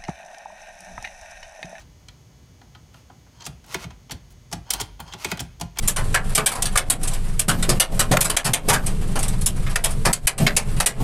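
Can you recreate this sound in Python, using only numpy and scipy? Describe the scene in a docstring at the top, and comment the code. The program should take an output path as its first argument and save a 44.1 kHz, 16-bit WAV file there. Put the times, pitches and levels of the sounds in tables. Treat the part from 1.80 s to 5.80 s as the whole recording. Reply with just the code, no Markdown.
"""Typewriter carriage return

A hand works the return lever of a manual typewriter on a wooden desk in a quiet room. Friction
sounds as the lever turns the roller and the carriage slides; the lever hits its stop and springs
back with sharp clacks of the pawl. Each impact excites briefly ringing modes of the steel parts,
and the heavier ones make the desk boom. Beneath lie a hush, a low rumble and a faint mains buzz."""
import sys
import numpy as np
from scipy import signal
from scipy.fft import rfft, irfft
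from scipy.io import wavfile

SR = 44100
rng = np.random.default_rng(int(sys.argv[2]) if len(sys.argv) > 2 else 0)


def output_pcm(signal):
    """Save a mono or channel-first signal as 16-bit PCM at the path in sys.argv[1].

    Samples are clipped to [-1, 1] before scaling.
    """
    pcm = np.clip(np.atleast_2d(signal).T, -1, 1) * 32767
    wavfile.write(sys.argv[1], SR, np.round(pcm).astype(np.int16))


N = 176400
TIME = np.arange(N) / SR

# modes of the lever: f/Hz, level/dB, T60/s (levels in all tables are relative)
LEVER_MODES = [(315, -13, 0.087), (880, -12, 0.034), (1434, -0.5, 0.037), (2000, -3, 0.035),
               (2188, 5, 0.03), (2414, -15, 0.11), (2513, -11.5, 0.12), (2860, -50, 0.053),
               (3200, -6.5, 0.038), (3550, -12, 0.06), (4060, -27.5, 0.25), (4500, -7, 0.023),
               (6160, -22, 0.076), (8350, -27, .15)]


def impacts():
    """Impact excitation: lever stops, pawl clacks and light taps each ring their own set of modes."""
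    # t/s, contact time/s, level/dB at each of the four colour frequencies of blow()
    lever_stops = [(1.9438, 0.0017, -24.5, -24.5, -23, -34), (2.041, 0.0027, -37, -41.5, -36.5, -59),
                   (3.4461, 0.0012, -25, -24.5, -21, -30.5), (3.5154, 0.0022, -23.5, -25.5, -24.5, -33.5)]
    pawl_clacks = [(1.641, 0.0067, -69, -50, -44, -65), (1.652, 0.006, -67, -52, -31, -67),
                   (1.663, 0.0057, -34.5, -36, -29.5, -32.5), (2.2952, 0.0033, -39, -43, -46, -75),
                   (2.3085, 0.0036, -66, -22, -37.5, -33), (2.316, 0.0054, -36, -46, -29, -36),
                   (2.714, 0.0059, -38.5, -51, -40, -49), (2.726, 0.0073, -32, -33, -25, -35.5),
                   (2.9028, 0.00088, -35, -29.5, -23, -35), (2.9051, 0.00041, -35, -23.5, -10, -10.5),
                   (2.9353, 0.0012, -35, -28.5, -17.5, -13.5), (2.999, 0.0033, -30, -31.5, -26.5, -37),
                   (3.006, 0.0027, -46, -31, -24.5, -25), (3.012, 0.00066, -43, -27.5, -21, -23),
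                   (3.193, 0.0025, -37, -43, -67, -70), (3.2008, 0.0021, -40.5, -38, -43.5, -26.5),
                   (3.324, 0.0022, -79, -32.5, -42, -59), (3.335, 0.0018, -33.5, -34.5, -31.5, -50),
                   (3.573, 0.00092, -35, -36, -36, -40), (3.593, 0.0019, -49, -26, -31.5, -45),
                   (3.601, 0.0057, -31.5, -38.5, -26, -29.5), (3.798, .001, -36, -49, -36, -47),
                   (3.8104, 0.0042, -29.5, -34.5, -25, -33.5), (3.958, 0.012, -50.5, -48, -57, -62),
                   (3.971, 0.0024, -39, -32.5, -41, -46), (3.9862, 0.0037, -32.5, -22.5, -19.5, -17.5)]
    light_taps = [(.001, 0.021, -57, -54.5, -54, -70), (.284, 0.0014, -61, -38, -40.5, -62),
                  (0.814, 0.0046, -49.5, -50.5, -64, -70), (.949, 0.00079, -46.5, -42, -54, -68),
                  (1.142, 0.0016, -48.5, -47.5, -59, -54), (1.2978, 0.0014, -43.5, -51.5, -70, -74),
                  (1.465, 0.0018, -57, -58, -74, -70), (1.606, 0.00078, -58, -48, -37, -92),
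                  (1.62, 0.0051, -56, -46.5, -39, -85), (1.8404, 0.0077, -53, -56, -54, -62),
                  (1.863, .001, -47, -66, -55, -42), (2.104, 0.0066, -47, -48.5, -49.5, -73),
                  (2.504, 0.022, -85, -61, -61, -52), (3.277, 0.0038, -55, -52, -48, -73)]  # fingers and loose parts
    # f/Hz, level/dB, T60/s
    carriage_modes = [(426, -1, 0.032), (837, -6.5, 0.1), (930, -19, 0.091), (1417, -12.5, 0.096),
                      (2600, -15.5, 0.032), (3150, -0.5, 0.027), (3415, -5.5, 0.044), (4220, -24.5, 0.092),
                      (5680, -11.5, 0.017), (6770, -45, 0.083), (7020, -25.5, 0.072), (8850, -31, .12),
                      (8840, -11, 0.021)]
    casing_modes = [(722, -1, 0.037), (815, -3.5, 0.067), (990, -4, 0.069), (1282, -10.5, 0.13),
                    (1426, -4.5, 0.045), (3193, -2.5, 0.035), (4170, -5, 0.038)]
    out = np.zeros(N)
    for s, contact_s, *colour in lever_stops:
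        add(out, s, blow(contact_s, colour, LEVER_MODES, ring_db=2, crack_db=20))
    for s, contact_s, *colour in pawl_clacks:
        add(out, s, blow(contact_s, colour, carriage_modes, ring_db=1, crack_db=-0.5))
    for s, contact_s, *colour in light_taps:
        add(out, s, blow(contact_s, colour, casing_modes, ring_db=2.5, crack_db=0))
    return amp(-1.5) * out


def blow(contact_s, colour, modes, ring_db, crack_db):
    """Transient response to one contact: a crack, the frame's dense modes and the struck part's ring."""
    colour_hz = [700, 2500, 7000, 13000]  # where a blow's spectrum is given: f/Hz
    frame_bands = [(206, -4, 0.16), (430, -7.5, 0.054), (594, -21, 0.19), (697, -3.5, 0.071),
                   (1220, -6.5, 0.065), (1970, -4.5, 0.053), (3430, -6.5, 0.091), (6300, -3, 0.029),
                   (8650, -6, 0.043), (15000, -8.5, 0.021)]  # response of the frame: f/Hz, level/dB, T60/s
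    t = TIME[:SR // 4]
    swell_s, swell_cycles, crack_s = 0.00032, 2.61, 0.00019
    level = lambda hz: read(hz, colour_hz, colour)
    swell = lambda hz: 1 - np.exp(-(t / (swell_s + swell_cycles / hz)) ** 2)  # low modes build slowly
    noise_bands = bands(crowded_modes(len(t)), [row[0] for row in frame_bands])
    frame = np.zeros(len(t))
    for band, (hz, db, t60) in zip(noise_bands, frame_bands):
        envelope = swell(hz) * decay(np.maximum(t - contact_s, 0), t60)
        frame += amp(db + level(hz)) * unit(band * envelope) * np.sqrt(np.mean(envelope ** 2))
    crack = unit(np.diff(rng.standard_normal(len(t) + 1))) * np.exp(-t / crack_s)
    tone = sum(swell(hz) * ring([(hz, db + level(hz), t60)], t, spread_db=3, detune=0.01)
               for hz, db, t60 in modes)
    return frame + amp(crack_db + colour[-1]) * crack + amp(ring_db) * tone


def crowded_modes(size):
    """Modal overlap: the many modes one contact reaches merge into noise with random spectral peaks."""
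    spacing_hz, spread_db = 110, 3.2
    hz = np.fft.rfftfreq(size, 1 / SR)
    knots = np.arange(0, SR / 2, spacing_hz)
    spectrum = rfft(rng.standard_normal(size))
    ripple_db = spread_db * np.interp(hz, knots, rng.standard_normal(len(knots)))
    return irfft(spectrum * amp(ripple_db), size)


def short_knocks():
    """Damped resonance: the hollow body answers the hardest blows with a short knock, and the lever rings
    briefly near 700 Hz as it rebounds."""
    knocks = [(1.673, -40.5, 384), (1.948, -23.5, 376), (2.318, -40, 693), (2.728, -25.5, 703),
              (3.009, -25.5, 417), (3.343, -35.5, 380), (3.45, -26, 409), (3.518, -26, 385),
              (3.812, -25, 707)]  # t/s, level/dB, f/Hz
    rise_s, t60 = 0.0039, 0.051
    out, t = np.zeros(N), TIME[:SR // 4]
    for s, db, hz in knocks:
        add(out, s, ring([(hz, db, t60)], t) * (1 - np.exp(-(t / rise_s) ** 2)))
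    return out


def spring():
    """Free vibration: some blows leave a small spring pinging in its high modes."""
    pings = [(1.666, -54), (2.728, -55), (2.906, -44), (3.006, -49), (3.202, -53), (3.448, -45.5),
             (3.598, -49.5), (3.988, -33.5)]  # t/s, level/dB
    spring_modes = [(8780, 11, 0.023), (9430, -6.5, 0.36), (7290, 5, 0.055), (11828, -13, .08)]  # f/Hz, level/dB, T60/s
    out = np.zeros(N)
    for s, db in pings:
        add(out, s, amp(db) * ring(spring_modes, TIME[:SR // 2]))
    return out


def lever_friction():
    """Stick-slip friction: dense tiny slips of lever and roller rasp and drive the lever's modes."""
    strokes = [
        [(1.13, -64), (1.16, -57.5), (1.2, -61.5), (1.24, -80)],
        [(1.85, -72), (1.9, -48), (1.94, -37.5), (1.97, -58), (2.0, -46.5), (2.04, -40.5), (2.06, -69)],
        [(3.37, -76), (3.4, -44), (3.44, -40), (3.48, -47), (3.515, -40), (3.53, -62)],
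    ]  # one envelope a stroke: t/s, level/dB
    rub_spectrum = [(240, -67), (400, -9), (545, -3.5), (852, -1), (1440, -2.5), (1730, -11), (1960, -4),
                    (2590, 0), (3530, -5.5), (6340, -3.5), (7170, -9.5), (14100, -16), (16000, -29)]  # f/Hz, spectral level/dB
    slips = impulses(N, per_s=5000) * amp(1.5 * np.minimum(rng.exponential(1, N), 4))
    rub = shaped(slips, rub_spectrum)
    ringing = unit(signal.fftconvolve(rub, ring(LEVER_MODES, TIME[:SR // 4]))[:N])
    effort = sum(np.interp(TIME, s, amp(db), 0, 0) for s, db in map(np.transpose, strokes))
    return effort * (rub + amp(-11.5) * ringing)


def carriage():
    """Forced and free vibration: the rail rings as the carriage chatters along it and jolts against it."""
    slides = [
        [(1.53, -66), (1.59, -58.5), (1.62, -50.5), (1.66, -50), (1.68, -57)],
        [(2.85, -80), (2.885, -52), (2.925, -46.5), (2.95, -37), (2.975, -51), (3.0, -38.5), (3.04, -72),
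         (3.1, -59.5)],
        [(3.19, -58), (3.21, -51), (3.25, -59), (3.28, -45), (3.3, -47), (3.335, -47), (3.37, -72)],
    ]  # one envelope a slide: t/s, level/dB
    balances = [(0.5, -1), (3, -3), (-2, -5)]  # one row a slide: ring level/dB, hiss level/dB
    jolts = [(1.622, -57), (2.309, -43), (3.012, -41), (3.203, -30.5), (3.337, -42), (3.972, -37)]  # t/s, level/dB
    rail_modes = [(800, 0, 0.026), (910, 0, 0.04), (1050, -2, 0.022), (1250, -8, .015), (1434, -8, 0.035),
                  (3190, -2, 0.025), (4220, -7, 0.03), (5300, -9, 0.013), (6500, -6, .012)]  # f/Hz, level/dB, T60/s
    # f/Hz, spectral level/dB
    hiss_spectrum = [(300, -43), (900, 8), (2200, -21), (4500, -5.5), (6500, -11), (9000, -18),
                     (15000, -24)]
    jolt_rise_s = 0.0016
    out, t = np.zeros(N), TIME[:SR // 4]
    chatter = impulses(N, per_s=4000)
    ringing = unit(signal.fftconvolve(chatter, ring(rail_modes, t))[:N])
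    hiss = shaped(chatter, hiss_spectrum)
    for (s, db), (ring_db, hiss_db) in zip(map(np.transpose, slides), balances):
        out += np.interp(TIME, s, amp(db), 0, 0) * (amp(ring_db) * ringing + amp(hiss_db) * hiss)
    for s, db in jolts:
        add(out, s, amp(db) * ring(rail_modes, t) * (1 - np.exp(-t / jolt_rise_s)))
    return out


def desk():
    """Structure-borne sound: the rocking machine drives the desk to a thump, a thud and low modes."""
    thumps = [(1.677, -30.5, 156), (1.693, -35, 89), (1.955, -32, 151), (2.051, -28, 175), (2.065, -33, 95),
              (2.319, -27, 147.3), (2.339, -28.5, 82), (2.730, -25, 163), (2.754, -26.5, 89.4),
              (3.019, -33, 110), (3.202, -29, 138), (3.346, -35, 152), (3.459, -30, 149), (3.522, -24, 176),
              (3.543, -34, 107), (3.604, -23.5, 129), (3.623, -28, 96), (3.815, -24.5, 163),
              (3.833, -29.5, 86)]  # t/s, level/dB, f/Hz
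    desk_modes = [(69.8, 3, 0.28), (122.7, -0.5, 0.31), (168.6, 1.5, 0.27), (206.6, 4.5, 0.079)]  # f/Hz, level/dB, T60/s
    # f/Hz, spectral level/dB
    thud_spectrum = [(30, -46), (80, 1.5), (180, -3), (260, -12), (500, -21), (2000, -66)]
    rise_s = 0.0074
    out, t = np.zeros(N), TIME[:SR // 2]
    swing = lambda hz, db, t60: np.sqrt(2) * amp(db) * decay(t, t60) * np.sin(2 * np.pi * hz * t)
    linger = amp(-13) * sum(swing(*mode) for mode in desk_modes)
    for s, db, hz in thumps:
        thud = amp(-6) * shaped(rng.standard_normal(len(t)), thud_spectrum) * decay(t, t60=0.17)
        boom = swing(hz, db=0, t60=0.1) + linger + thud
        add(out, s, amp(db - 1) * boom * (1 - np.exp(-t / rise_s)))
    return out


def room(x):
    """Reverberation: the dense reflections of a small room die away sooner in the treble."""
    reverb_bands = [(208, -20, 1), (905, -9, 0.27), (2800, -16.5, 0.5), (7000, -20, 0.16),
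                    (14100, -20, .13)]  # f/Hz, level/dB, T60/s
    delay_s = 0.011
    t = TIME[:SR // 2]
    reflections = bands(impulses(len(t), per_s=3000), [row[0] for row in reverb_bands])
    tail = np.zeros(len(t))
    for band, (hz, db, t60) in zip(reflections, reverb_bands):
        part = band * decay(t, t60) * (t > delay_s)
        tail += amp(db) * part / np.linalg.norm(part) * np.sqrt(2 * hz / SR)
    return signal.fftconvolve(x, tail)[:N]


def background():
    """Ambient noise: broadband hush, mains buzz and a narrow-band rumble that swells and ebbs."""
    hush_spectrum = [(12, -48), (20, -30), (53, -6), (81, -3.5), (120, -5.5), (177, -11.5), (198, -16.5),
                     (293, -18.5), (328, -24.5), (357, -22), (446, -25.5), (607, -27.5), (897, -29),
                     (1120, -31), (1530, -36), (1810, -35), (2900, -38), (3160, -39.5), (3400, -35.5),
                     (3900, -39.5), (6540, -39), (7200, -40.5), (9670, -44), (14700, -46), (16000, -53)]  # f/Hz, spectral level/dB
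    rumble_envelope = [(0, -52.5), (1.5, -81), (2.0, -53), (2.55, -49.5), (2.95, -42.5), (3.3, -54.5),
                       (3.6, -47), (4, -47.5)]  # t/s, level/dB
    rumble_hz, width_octaves = 49.6, 0.12
    octaves = np.log2((np.fft.rfftfreq(N, 1 / SR) + 1) / rumble_hz)
    passband = np.exp(-.5 * (octaves / width_octaves) ** 2)
    rumble = unit(irfft(rfft(rng.standard_normal(N)) * passband, N))
    hush = amp(-50.5) * shaped(rng.standard_normal(N), hush_spectrum)
    return hush + mains_buzz() + amp(np.interp(TIME, *np.transpose(rumble_envelope))) * rumble


def mains_buzz():
    """Harmonic series: steady multiples of the mains frequency, a few standing out as a thin whine."""
    even_spectrum = [(120, -72), (600, -79), (1200, -89), (1800, -85), (3600, -87), (5500, -86),
                     (6700, -85), (7500, -95), (8400, -95), (9500, -106)]  # even harmonics: f/Hz, level/dB
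    odd_offsets = [(120, -8), (4000, -9), (5200, -2), (6500, -1), (7000, -10)]  # odd harmonics against even ones: f/Hz, level/dB
    whine = [(34, -79), (38, -79), (50, -77.5), (56, -79), (72, -79.5), (78, -79), (84, -82), (88, -80),
             (97, -81), (103, -76.5), (109, -76.5), (111, -75), (254, -90)]  # harmonic number, level/dB
    mains_hz, harmonics = 59.972, np.arange(2, 160)
    hz = harmonics * mains_hz
    comb_db = read(hz, *np.transpose(even_spectrum)) + harmonics % 2 * read(hz, *np.transpose(odd_offsets))
    levels = {**dict(zip(harmonics, comb_db)), **dict(whine)}
    phase = np.linspace(0, 1, 8192)
    cycle = sum(np.sqrt(2) * amp(db) * np.sin(2 * np.pi * (k * phase + rng.random()))
                for k, db in levels.items())
    return amp(1) * np.interp(TIME * mains_hz % 1, phase, cycle)


def ring(modes, t, spread_db=0, detune=0):
    """Modal superposition: damped sines of random phase, with optional scatter in level and pitch."""
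    scatter = rng.uniform(-1.06, 1, (len(modes), 3))
    return sum(np.sqrt(2) * amp(db + spread_db * louder) * decay(t, t60)
               * np.sin(2 * np.pi * (hz * (1 + detune * sharper) * t + phase))
               for (hz, db, t60), (louder, sharper, phase) in zip(modes, scatter))


def decay(t, t60):
    """Exponential damping: a fall of 60 dB in t60 seconds."""
    return np.exp(-np.log(1000) * t / t60)


def impulses(size, per_s):
    """Shot noise: impulses of random strength at random times."""
    return rng.standard_normal(size) * (rng.random(size) < per_s / SR)


def shaped(x, spectrum):
    """Spectral filtering by rows of f/Hz, level/dB, at rms 1."""
    gain = amp(read(np.fft.rfftfreq(len(x), 1 / SR), *np.transpose(spectrum)))
    return unit(irfft(rfft(x) * gain, len(x)))


def bands(x, centres):
    """Filter bank: overlapping bands of rms 1, rolled off below half the lowest centre."""
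    hz = np.fft.rfftfreq(len(x), 1 / SR)
    spectrum = rfft(x) / np.sqrt(1 + (.5 * centres[0] / (hz + 1)) ** 8)
    return [unit(irfft(spectrum * read(hz, centres, row), len(x))) for row in np.eye(len(centres))]


def read(hz, points_hz, values):
    """Interpolation on a log-frequency axis."""
    return np.interp(np.log(hz + 1), np.log(np.asarray(points_hz) + 1), values)


def amp(db):
    """Amplitude ratio of a level in decibels."""
    return 10 ** (np.asarray(db) / 20)


def unit(x):
    """Normalisation to rms 1."""
    return x / np.sqrt(np.mean(x ** 2) + 1e-20)


def add(mix, s, sound):
    """Superposition of a sound on the mix, starting at s seconds."""
    part = mix[round(s * SR):][:len(sound)]
    part += sound[:len(part)]


def scene():
    """Superposition of the typewriter, its reverberation, the desk and the background, in mono."""
    machine = impacts() + short_knocks() + spring() + lever_friction() + carriage()
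    return (machine + room(machine) + desk() + background())[None]


def record(dry):
    """Band limiting: the bass rolls off below 32 Hz and the treble ends at 16.1 kHz."""
    dry = signal.sosfilt(signal.butter(2, 32, "high", fs=SR, output="sos"), dry)
    lowpass = signal.firwin(255, 16100, window=("kaiser", 8), fs=SR)
    return signal.oaconvolve(dry, lowpass[None], "same")


dry = scene()
out = record(dry)
output_pcm(out)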